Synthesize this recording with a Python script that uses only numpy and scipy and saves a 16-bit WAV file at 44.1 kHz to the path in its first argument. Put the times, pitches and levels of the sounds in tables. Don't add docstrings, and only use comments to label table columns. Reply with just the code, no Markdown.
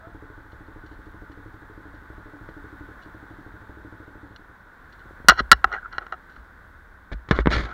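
import sys
import numpy as np
from scipy import signal
from scipy.fft import rfft, irfft, next_fast_len
from scipy.io import wavfile

SR = 44100
rng = np.random.default_rng(int(sys.argv[2]) if len(sys.argv) > 2 else 0)


def to_wav(sig):
    pcm = np.clip(np.atleast_2d(sig), -1, 1) * 32767
    pcm = np.round(pcm).astype(np.int16)
    wavfile.write(sys.argv[1], SR, pcm.T)


N = 340893
TIME_S = np.arange(N) / SR
STROKE_TIME_S = TIME_S[:round(.4 * SR)]


def amp(db):
    return 10 ** (np.asarray(db) / 20)


def unit_rms(x):
    return x / np.sqrt(np.mean(x ** 2) + 1e-20)


def curve(rows, column=1):
    rows = np.array(rows)
    return np.interp(TIME_S, rows[:, 0], rows[:, column])


def spectrum_gain(spectrum, hz):
    points_hz, db = np.transpose(spectrum)
    return amp(np.interp(np.log(hz + 1), np.log(points_hz + 1), db))


def shaped(x, spectrum):
    size = next_fast_len(N)
    gain = spectrum_gain(spectrum, np.fft.rfftfreq(size, 1 / SR))
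    return unit_rms(irfft(rfft(x, size) * gain, size)[:N])


def low_pass(x, hz, order):
    return signal.sosfilt(signal.butter(order, hz, fs=SR, output="sos"), x)


def drift(rate_hz):
    return unit_rms(low_pass(rng.standard_normal(N), rate_hz, order=2))


def add(mix, start_s, sound):
    part = mix[max(round(start_s * SR), 0):][:len(sound)]
    part += sound[:len(part)]


def ring(hz, t60_s, size=4096):
    t = TIME_S[:size]
    return np.sin(2 * np.pi * hz * t) * np.exp(-np.log(1000) * t / t60_s)


def resonate(x, hz, t60_s):
    mode = ring(hz, t60_s)
    return unit_rms(signal.oaconvolve(x, signal.fftconvolve(mode, mode))[:len(x)])


def minimum_phase(gain):
    log_gain = np.log(np.concatenate([gain, gain[-2:0:-1]]) + 1e-6)
    pulse = np.fft.ifft(np.exp(np.conj(signal.hilbert(log_gain)))).real
    return pulse / abs(pulse).max()


def grit(slips_per_s, spread_db, hiss_gain, size=N):
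    slips = (rng.random(size) < slips_per_s / SR) * rng.standard_normal(size)
    slips *= amp(spread_db * np.minimum(rng.exponential(1, size), 4))
    return unit_rms(unit_rms(slips) + hiss_gain * rng.standard_normal(size))


KEY_OFF_S, DIE_AWAY_S = 4.28, .082
# time_s, rate_drop_hz
STUMBLES = [(1.37, 1.8), (1.85, 1.8), (2.64, 1.6), (2.96, 3.2)]
# time_s, level_db
FIRING_LEVEL = [(0, -54), (.6, -56.5), (1.9, -56), (2.4, -54.5), (3.1, -55.5), (4.2, -55)]
# time_s, dip_db
MISFIRES = [(.45, -8), (2.02, -6), (2.96, -11)]
def crank(idle_hz=13.043, start_cycle=.109, recover_s=.151, misfire_s=.04, coast_s=.65, pumping_db=-11):
    sag_hz = sum(drop * (TIME_S > s) * np.exp(-abs(TIME_S - s) / recover_s) for s, drop in STUMBLES)
    off_s = np.maximum(TIME_S - KEY_OFF_S, 0)
    rate_hz = (idle_hz - sag_hz) * np.maximum(1 - off_s / coast_s, 0)
    misfire_db = sum(db * np.exp(-((TIME_S - s) / misfire_s) ** 2) for s, db in MISFIRES)
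    cut_db = pumping_db * (1 - np.exp(-off_s / DIE_AWAY_S))
    strength = amp(curve(FIRING_LEVEL) + misfire_db + cut_db) * np.sqrt(rate_hz / idle_hz)
    return start_cycle + np.cumsum(rate_hz) / SR, strength


# freq_hz, level_db, t60_s
EXHAUST_MODES = [(60.5, 1.5, 0.17), (98.4, 1, 0.081), (159.4, -5.5, .07), (226, -23, 0.13),
                 (272.3, 3, 0.17), (309.5, 2.5, 0.055), (428, -3, 0.041), (466, -11.5, 0.24)]
def engine(thump_db=10, thump_cutoff_hz=560, puff_s=.022, valve_gear_db=-8):
    cycles, strength = crank()
    firings = np.flatnonzero(np.diff(np.floor(cycles)) > 0)
    thumps, kicks = np.zeros(N), np.zeros(N)
    kicks[firings] = 1
    for at, scatter in zip(firings, rng.standard_normal((len(firings), len(EXHAUST_MODES), 2))):
        modes = sum(amp(db + 2 * weight) * ring(hz * (1 + .02 * detune), t60_s, size=6144)
                    for (hz, db, t60_s), (weight, detune) in zip(EXHAUST_MODES, scatter))
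        add(thumps, at / SR + .00239, strength[at] * modes)
    add(thumps, .0041, -.65 * thumps)
    thumps = low_pass(thumps, thump_cutoff_hz, order=4)
    puff_envelope = signal.lfilter([1], [1, -np.exp(-1 / (puff_s * SR))], kicks)
    gas_spectrum = [(50, -15), (150, -34), (450, 26), (600, 14), (1000, 12), (2500, -40)]
    puffs = puff_envelope * shaped(rng.standard_normal(N), gas_spectrum)
    gear_spectrum = [(400, -2), (880, 0), (1550, 2.5), (2400, -25), (3600, -13.5),
                     (7000, -46), (14000, -50)]
    valve_gear = (1 + .37 * np.cos(4 * np.pi * cycles)) * shaped(grit(1200, 3.7, .62), gear_spectrum)
    return amp(thump_db) * thumps + strength * (puffs + amp(valve_gear_db) * valve_gear)


# delay_s, gain_db
ECHOES = [(.0098, -6.5), (0.0165, -7.5), (0.0278, -10)]
def near_echoes(x):
    out = x.copy()
    for delay_s, db in ECHOES:
        add(out, delay_s, amp(db) * x)
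    return out


# freq_hz, density_db
TRAFFIC_SPECTRUM = [(60, -15.5), (180, -5), (480, -11), (750, -12), (1050, -6), (1300, -7), (1480, -0.5),
                    (1950, -11.5), (2400, -25.5), (2900, -31.5), (3550, -25.5), (5000, -36.5),
                    (11000, -42.5), (15000, -38)]
# time_s, level_db
TRAFFIC_LEVEL = [(0, -53), (1.8, -52.3), (2.9, -50), (4.65, -53.5), (5.1, -51), (6.4, -53), (7, -54.5)]
# freq_hz, density_db
RUMBLE_SPECTRUM = [(12, -21), (30, 0), (55, -5), (90, -7.5), (160, -31), (400, -59.5)]
# time_s, level_db
RUMBLE_LEVEL = [(0, -51.5), (1.3, -48.5), (4.1, -55), (4.7, -55.5), (5.4, -44.5), (6, -54.5), (6.7, -49.5),
                (7.7, -55.5)]
def forecourt(traffic_db=2, whirr_db=-8, whirr_hz=1490):
    traffic = shaped(rng.standard_normal(N), TRAFFIC_SPECTRUM) * amp(traffic_db + .1 * drift(18))
    whirr = resonate(rng.standard_normal(N), whirr_hz, t60_s=.02686) * amp(whirr_db + 3 * drift(21))
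    rumble = shaped(rng.standard_normal(N), RUMBLE_SPECTRUM) * amp(curve(RUMBLE_LEVEL) + drift(6))
    return (traffic + whirr) * amp(curve(TRAFFIC_LEVEL)) + rumble


def electric_whine(pitch_hz=868, rms_db=-65):
    fade = np.exp(-np.maximum(TIME_S - KEY_OFF_S, 0) / DIE_AWAY_S)
    phase = 2 * np.pi * np.cumsum(pitch_hz + 2 * drift(3.9)) / SR
    return np.sqrt(2) * amp(rms_db) * fade * np.sin(phase)


# time_s, pitch_hz, level_db
FAR_TONE = [(0, 607, -69), (.05, 650, -47), (.09, 707, -57), (.14, 664, -62), (.2, 676, -100)]
def far_tone(octave_db=-4):
    phase = 2 * np.pi * np.cumsum(curve(FAR_TONE) + 8 * drift(37.9)) / SR
    tone = np.sin(phase) + amp(octave_db) * np.sin(2 * phase)
    return np.sqrt(2) * amp(curve(FAR_TONE, column=2)) * tone


# start_s, level_db, decay_s
CLICKS = [(0.518, -59.5, .01), (0.666, -65, .015), (0.862, -58, 0.018), (0.915, -63, .03),
          (1.056, -59, 0.0084), (1.317, -57, 0.0088), (1.945, -61, 0.017), (2.49, -61, 0.015),
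          (3.021, -53.5, .022), (4.361, -39, 0.0023), (4.924, -54, 0.013), (4.991, -59, 0.016),
          (6.296, -63, 0.056), (6.359, -63, 0.0097)]
# freq_hz, level_db, t60_s
KEY_MODES = [(1600, 3, .008), (2950, -2, .012), (3450, -1, .009), (4150, 0, .01), (4650, -5, .009),
             (5650, -12, .015), (7000, -17, .01)]
def key_clicks():
    touch = np.zeros(N)
    for start_s, db, decay_s in CLICKS:
        add(touch, start_s, amp(db) * np.exp(-TIME_S[:SR] / decay_s))
    metal = sum((-1) ** k * amp(db) * ring(hz, t60_s) for k, (hz, db, t60_s) in enumerate(KEY_MODES))
    return signal.oaconvolve(touch * grit(1500, 1.4, .59), metal / np.linalg.norm(metal))[:N]


# start_s, push_db, cutoff_hz, sway_db
BUMPS = [(2.489, -25.5, 1500, -40.5), (5.057, -36, 600, -45), (5.109, -32.5, 800, -42),
         (5.202, -35, 700, -43), (5.247, -28.5, 900, -31), (5.289, -9, 266, -19), (5.406, -17, 500, -23),
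         (5.517, -7.5, 451.8, -20), (5.644, -25.5, 497, -27.5), (5.984, -31.5, 1515, -50),
         (6.377, -42, 400, -36.5), (7.117, -24, 4050, -25), (7.142, -32, 200, -22),
         (7.288, -24.5, 6000, -51), (7.311, 6, 6000, -13.5), (7.389, -2, 3430, -11.5),
         (7.459, -5, 3600, -12.5), (7.472, 4.5, 2000, -15), (7.559, -25.5, 300, -18),
         (7.633, -43, 300, -24.5)]
# freq_hz, gain_db
PUSH_SPECTRUM = [(20, -21), (60, 4.5), (150, 5), (430, 1), (750, -9), (1100, -5), (1700, -6), (2200, -8),
                 (2700, -31), (3800, -22), (5000, -44.5), (7000, -43.5), (12000, -55.5)]
def bumps(sway_hz=57, twist_hz=40, twist_db=-9, crunch_db=-8, crunch_s=.01, size=4096):
    out, hz = np.zeros(N), np.fft.rfftfreq(size, 1 / SR)
    sway = ring(sway_hz, t60_s=.24, size=16384)
    twist = amp(twist_db) * ring(twist_hz, t60_s=.15, size=16384)
    for start_s, push_db, cutoff_hz, sway_db in BUMPS:
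        crunch = rng.standard_normal(size) * np.exp(-TIME_S[:size] / crunch_s)
        force = signal.unit_impulse(size) + amp(crunch_db) * crunch / np.linalg.norm(crunch)
        gain = spectrum_gain(PUSH_SPECTRUM, hz) / np.hypot(1, (hz / cutoff_hz) ** 2)
        push = signal.fftconvolve(force, minimum_phase(gain))
        add(out, start_s, -amp(push_db) * push / abs(push).max())
        add(out, start_s, -amp(sway_db) * (sway - twist))
    return out


TILT_PIVOT_HZ = 1400
# freq_hz, level_db, t60_s
CASE_MODES = [(366, -31, .04), (680.4, -17, 0.025), (776, -15, 0.036), (1099, -17.5, 0.04),
              (1278, -3.5, 0.025), (1432.6, 3.5, 0.015), (1707, -11.5, 0.026), (1913, -9, 0.019),
              (2001, -18, 0.027), (2835, -21, 0.026), (3468, -26.5, 0.011), (4005, -24.5, 0.02),
              (4327, -20.5, 0.0086), (5500, -32.5, 0.017), (6780, -48, 0.0078)]
# start_s, peak_db, tilt_db_per_octave
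KNOCKS = [(5.2851, 10.5, 12), (5.2893, 8, -0.5), (5.2957, 7, 9), (5.3065, -4, 5.5), (5.3195, -8.5, -9),
          (5.3995, -16, -7), (5.5155, 12, 6.5), (5.5191, 13, 4.5), (5.5287, 0, 6.5), (5.6425, 2, -3),
          (5.717, -21.5, -2.5), (5.727, -28, 8.5), (5.7355, -21, -3), (5.928, -31, 6.5), (5.9822, -12, 3),
          (6.0665, -27.5, 0.5), (6.1238, -15, -3), (6.133, -25, -5), (6.141, -26, -6.5), (6.364, -35.5, -3),
          (7.314, -14, 6.5)]
def knocks(sharpen_octaves_per_db=.003):
    out = np.zeros(N)
    for start_s, peak_db, tilt in KNOCKS:
        spot = rng.uniform(-2.5, 1, (len(CASE_MODES), 2))
        sharpen = 2 ** (sharpen_octaves_per_db * (tilt - 1))
        blow = 0
        for k, ((hz, db, t60_s), (weight, detune)) in enumerate(zip(CASE_MODES, spot)):
            gain = amp(db + tilt * np.log2(hz / TILT_PIVOT_HZ) + 2 * weight)
            blow += (-1) ** k * gain * ring(hz * (1 + .015 * detune) * sharpen, t60_s)
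        add(out, start_s, amp(peak_db) * blow / abs(blow).max())
    return out


def canopy_echoes(x, wet_db=-40, t60_s=.22, echoes_per_s=2000, predelay_s=.008):
    t = TIME_S[:SR // 2]
    taps = rng.standard_normal(len(t)) * (rng.random(len(t)) < echoes_per_s / SR)
    taps *= np.exp(-np.log(1000) * t / t60_s) * (t > predelay_s)
    return amp(wet_db) * signal.oaconvolve(x, taps / np.linalg.norm(taps))[:N]


def case_ring(tilt):
    return sum((-1) ** k * amp(db + tilt * np.log2(hz / TILT_PIVOT_HZ)) * ring(hz, t60_s)
               for k, (hz, db, t60_s) in enumerate(CASE_MODES))


def swell(peak_s, db, rise_s, fall_s, span_db=20, lead_s=.15):
    t = STROKE_TIME_S - lead_s
    return peak_s - lead_s, amp(db - span_db * np.maximum(-t / rise_s, t / fall_s))


def press(start_s, length_s, db, attack_s, ease_db_per_s, lift_s=.0053):
    landing = np.minimum(STROKE_TIME_S / attack_s, 1) ** 2
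    sliding = amp(db - ease_db_per_s * np.maximum(STROKE_TIME_S - attack_s, 0))
    lifting = np.exp(-np.maximum(STROKE_TIME_S - length_s, 0) / lift_s)
    return start_s, landing * sliding * lifting


# peak_s, level_db, rise_s, fall_s, tilt_db_per_octave
SCRAPES = [(5.301, -13, 0.012, 0.034, 3.5), (5.375, -41, .07, .07, 3), (5.401, -13, 0.023, 0.0081, 5.5),
           (5.531, -46, 0.012, .04, 5), (5.675, -39.5, .02, 0.046, -10.5), (5.738, -26, .04, 0.048, -5),
           (5.932, -35.5, 0.015, 0.053, 1), (6.027, -40, 0.081, .04, -8.5)]
# start_s, length_s, level_db, attack_s, ease_db_per_s, tilt_db_per_octave
CREAKS = [(7.314, 0.11, -32, 0.011, 105, -1), (7.5, 0.063, -27, 0.033, 279, 9),
          (7.572, .16, -40, 0.092, 7, -9)]
def scrapes_and_creaks():
    out = np.zeros(N)
    strokes = [(*swell(*shape), tilt) for *shape, tilt in SCRAPES]
    strokes += [(*press(*shape), tilt) for *shape, tilt in CREAKS]
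    for start_s, force, tilt in strokes:
        slips = grit(2000, 2, .5, size=len(force))
        add(out, start_s, force * signal.fftconvolve(slips, case_ring(tilt))[:len(force)])
    return out / np.linalg.norm(case_ring(0))


# peak_s, level_db, rise_s, fall_s, pitch_hz
SQUEAKS = [(5.737, -27.5, 0.013, 0.028, 1913), (5.785, -30.5, 0.025, 0.0063, 1600),
           (5.83, -29, 0.0027, .007, 1440), (5.86, -32, 0.023, 0.021, 1410),
           (7.313, -14, 0.0021, 0.01, 1615), (7.349, -33.5, 0.053, .06, 1100)]
def squeaks():
    out = np.zeros(N)
    for *shape, pitch_hz in SQUEAKS:
        start_s, force = swell(*shape)
        slips = grit(3000, 1, 1, size=len(force))
        add(out, start_s, force * resonate(slips, pitch_hz, t60_s=.013))
    return out


# start_s, length_s, level_db, attack_s, ease_db_per_s
RUBS = [(7.117, 0.02, -36, 0.0027, 198.5), (7.286, .022, -38.5, 0.0033, 650),
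        (7.306, 0.014, -26.5, 0.0074, 201), (7.342, 0.068, -36.5, 0.019, 41),
        (7.488, 0.168, -22, .028, 125), (7.649, 0.078, -47, .005, 11)]
# freq_hz, density_db
SKIN_SPECTRUM = [(80, 4), (350, 7.5), (650, -8.5), (1050, -1.5), (1550, 4), (2200, 1.5), (2700, -16.5),
                 (3400, -5.5), (4400, -10.5), (5400, -22), (6700, -23), (9200, -28.5), (11500, -28),
                 (15000, -39)]
def finger_rubs(judder_db=2.5, shudder_db=-2):
    pressure = np.zeros(N)
    for rub in RUBS:
        add(pressure, *press(*rub))
    hiss = shaped(grit(4000, 1.5, .8), SKIN_SPECTRUM) * amp(judder_db * drift(90))
    shudder_spectrum = [(20, -6), (60, 0), (110, -3), (320, -24.5), (600, -9.5), (1500, -48)]
    shudder = shaped(rng.standard_normal(N), shudder_spectrum)
    return pressure * (hiss + amp(shudder_db) * shudder)


def case_wall(x, notch_hz=7950, cutoff_hz=8200):
    notched = signal.lfilter(*signal.iirnotch(notch_hz, Q=5, fs=SR), x)
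    return low_pass(notched, cutoff_hz, order=5)


def scene():
    hard = knocks()
    soft = np.tanh(bumps() + finger_rubs())
    handling = case_wall(hard + canopy_echoes(hard) + scrapes_and_creaks() + squeaks() + soft)
    motorcycle = near_echoes(engine()) + electric_whine()
    return (motorcycle + far_tone() + forecourt() + key_clicks() + handling)[None]


def record(dry, cutoff_hz=15800):
    band_limit = signal.firwin(511, cutoff_hz, window=("kaiser", 9), fs=SR)
    return signal.oaconvolve(np.clip(dry, -1, 1), band_limit[None], "same")


dry = scene()
out = record(dry)
to_wav(out)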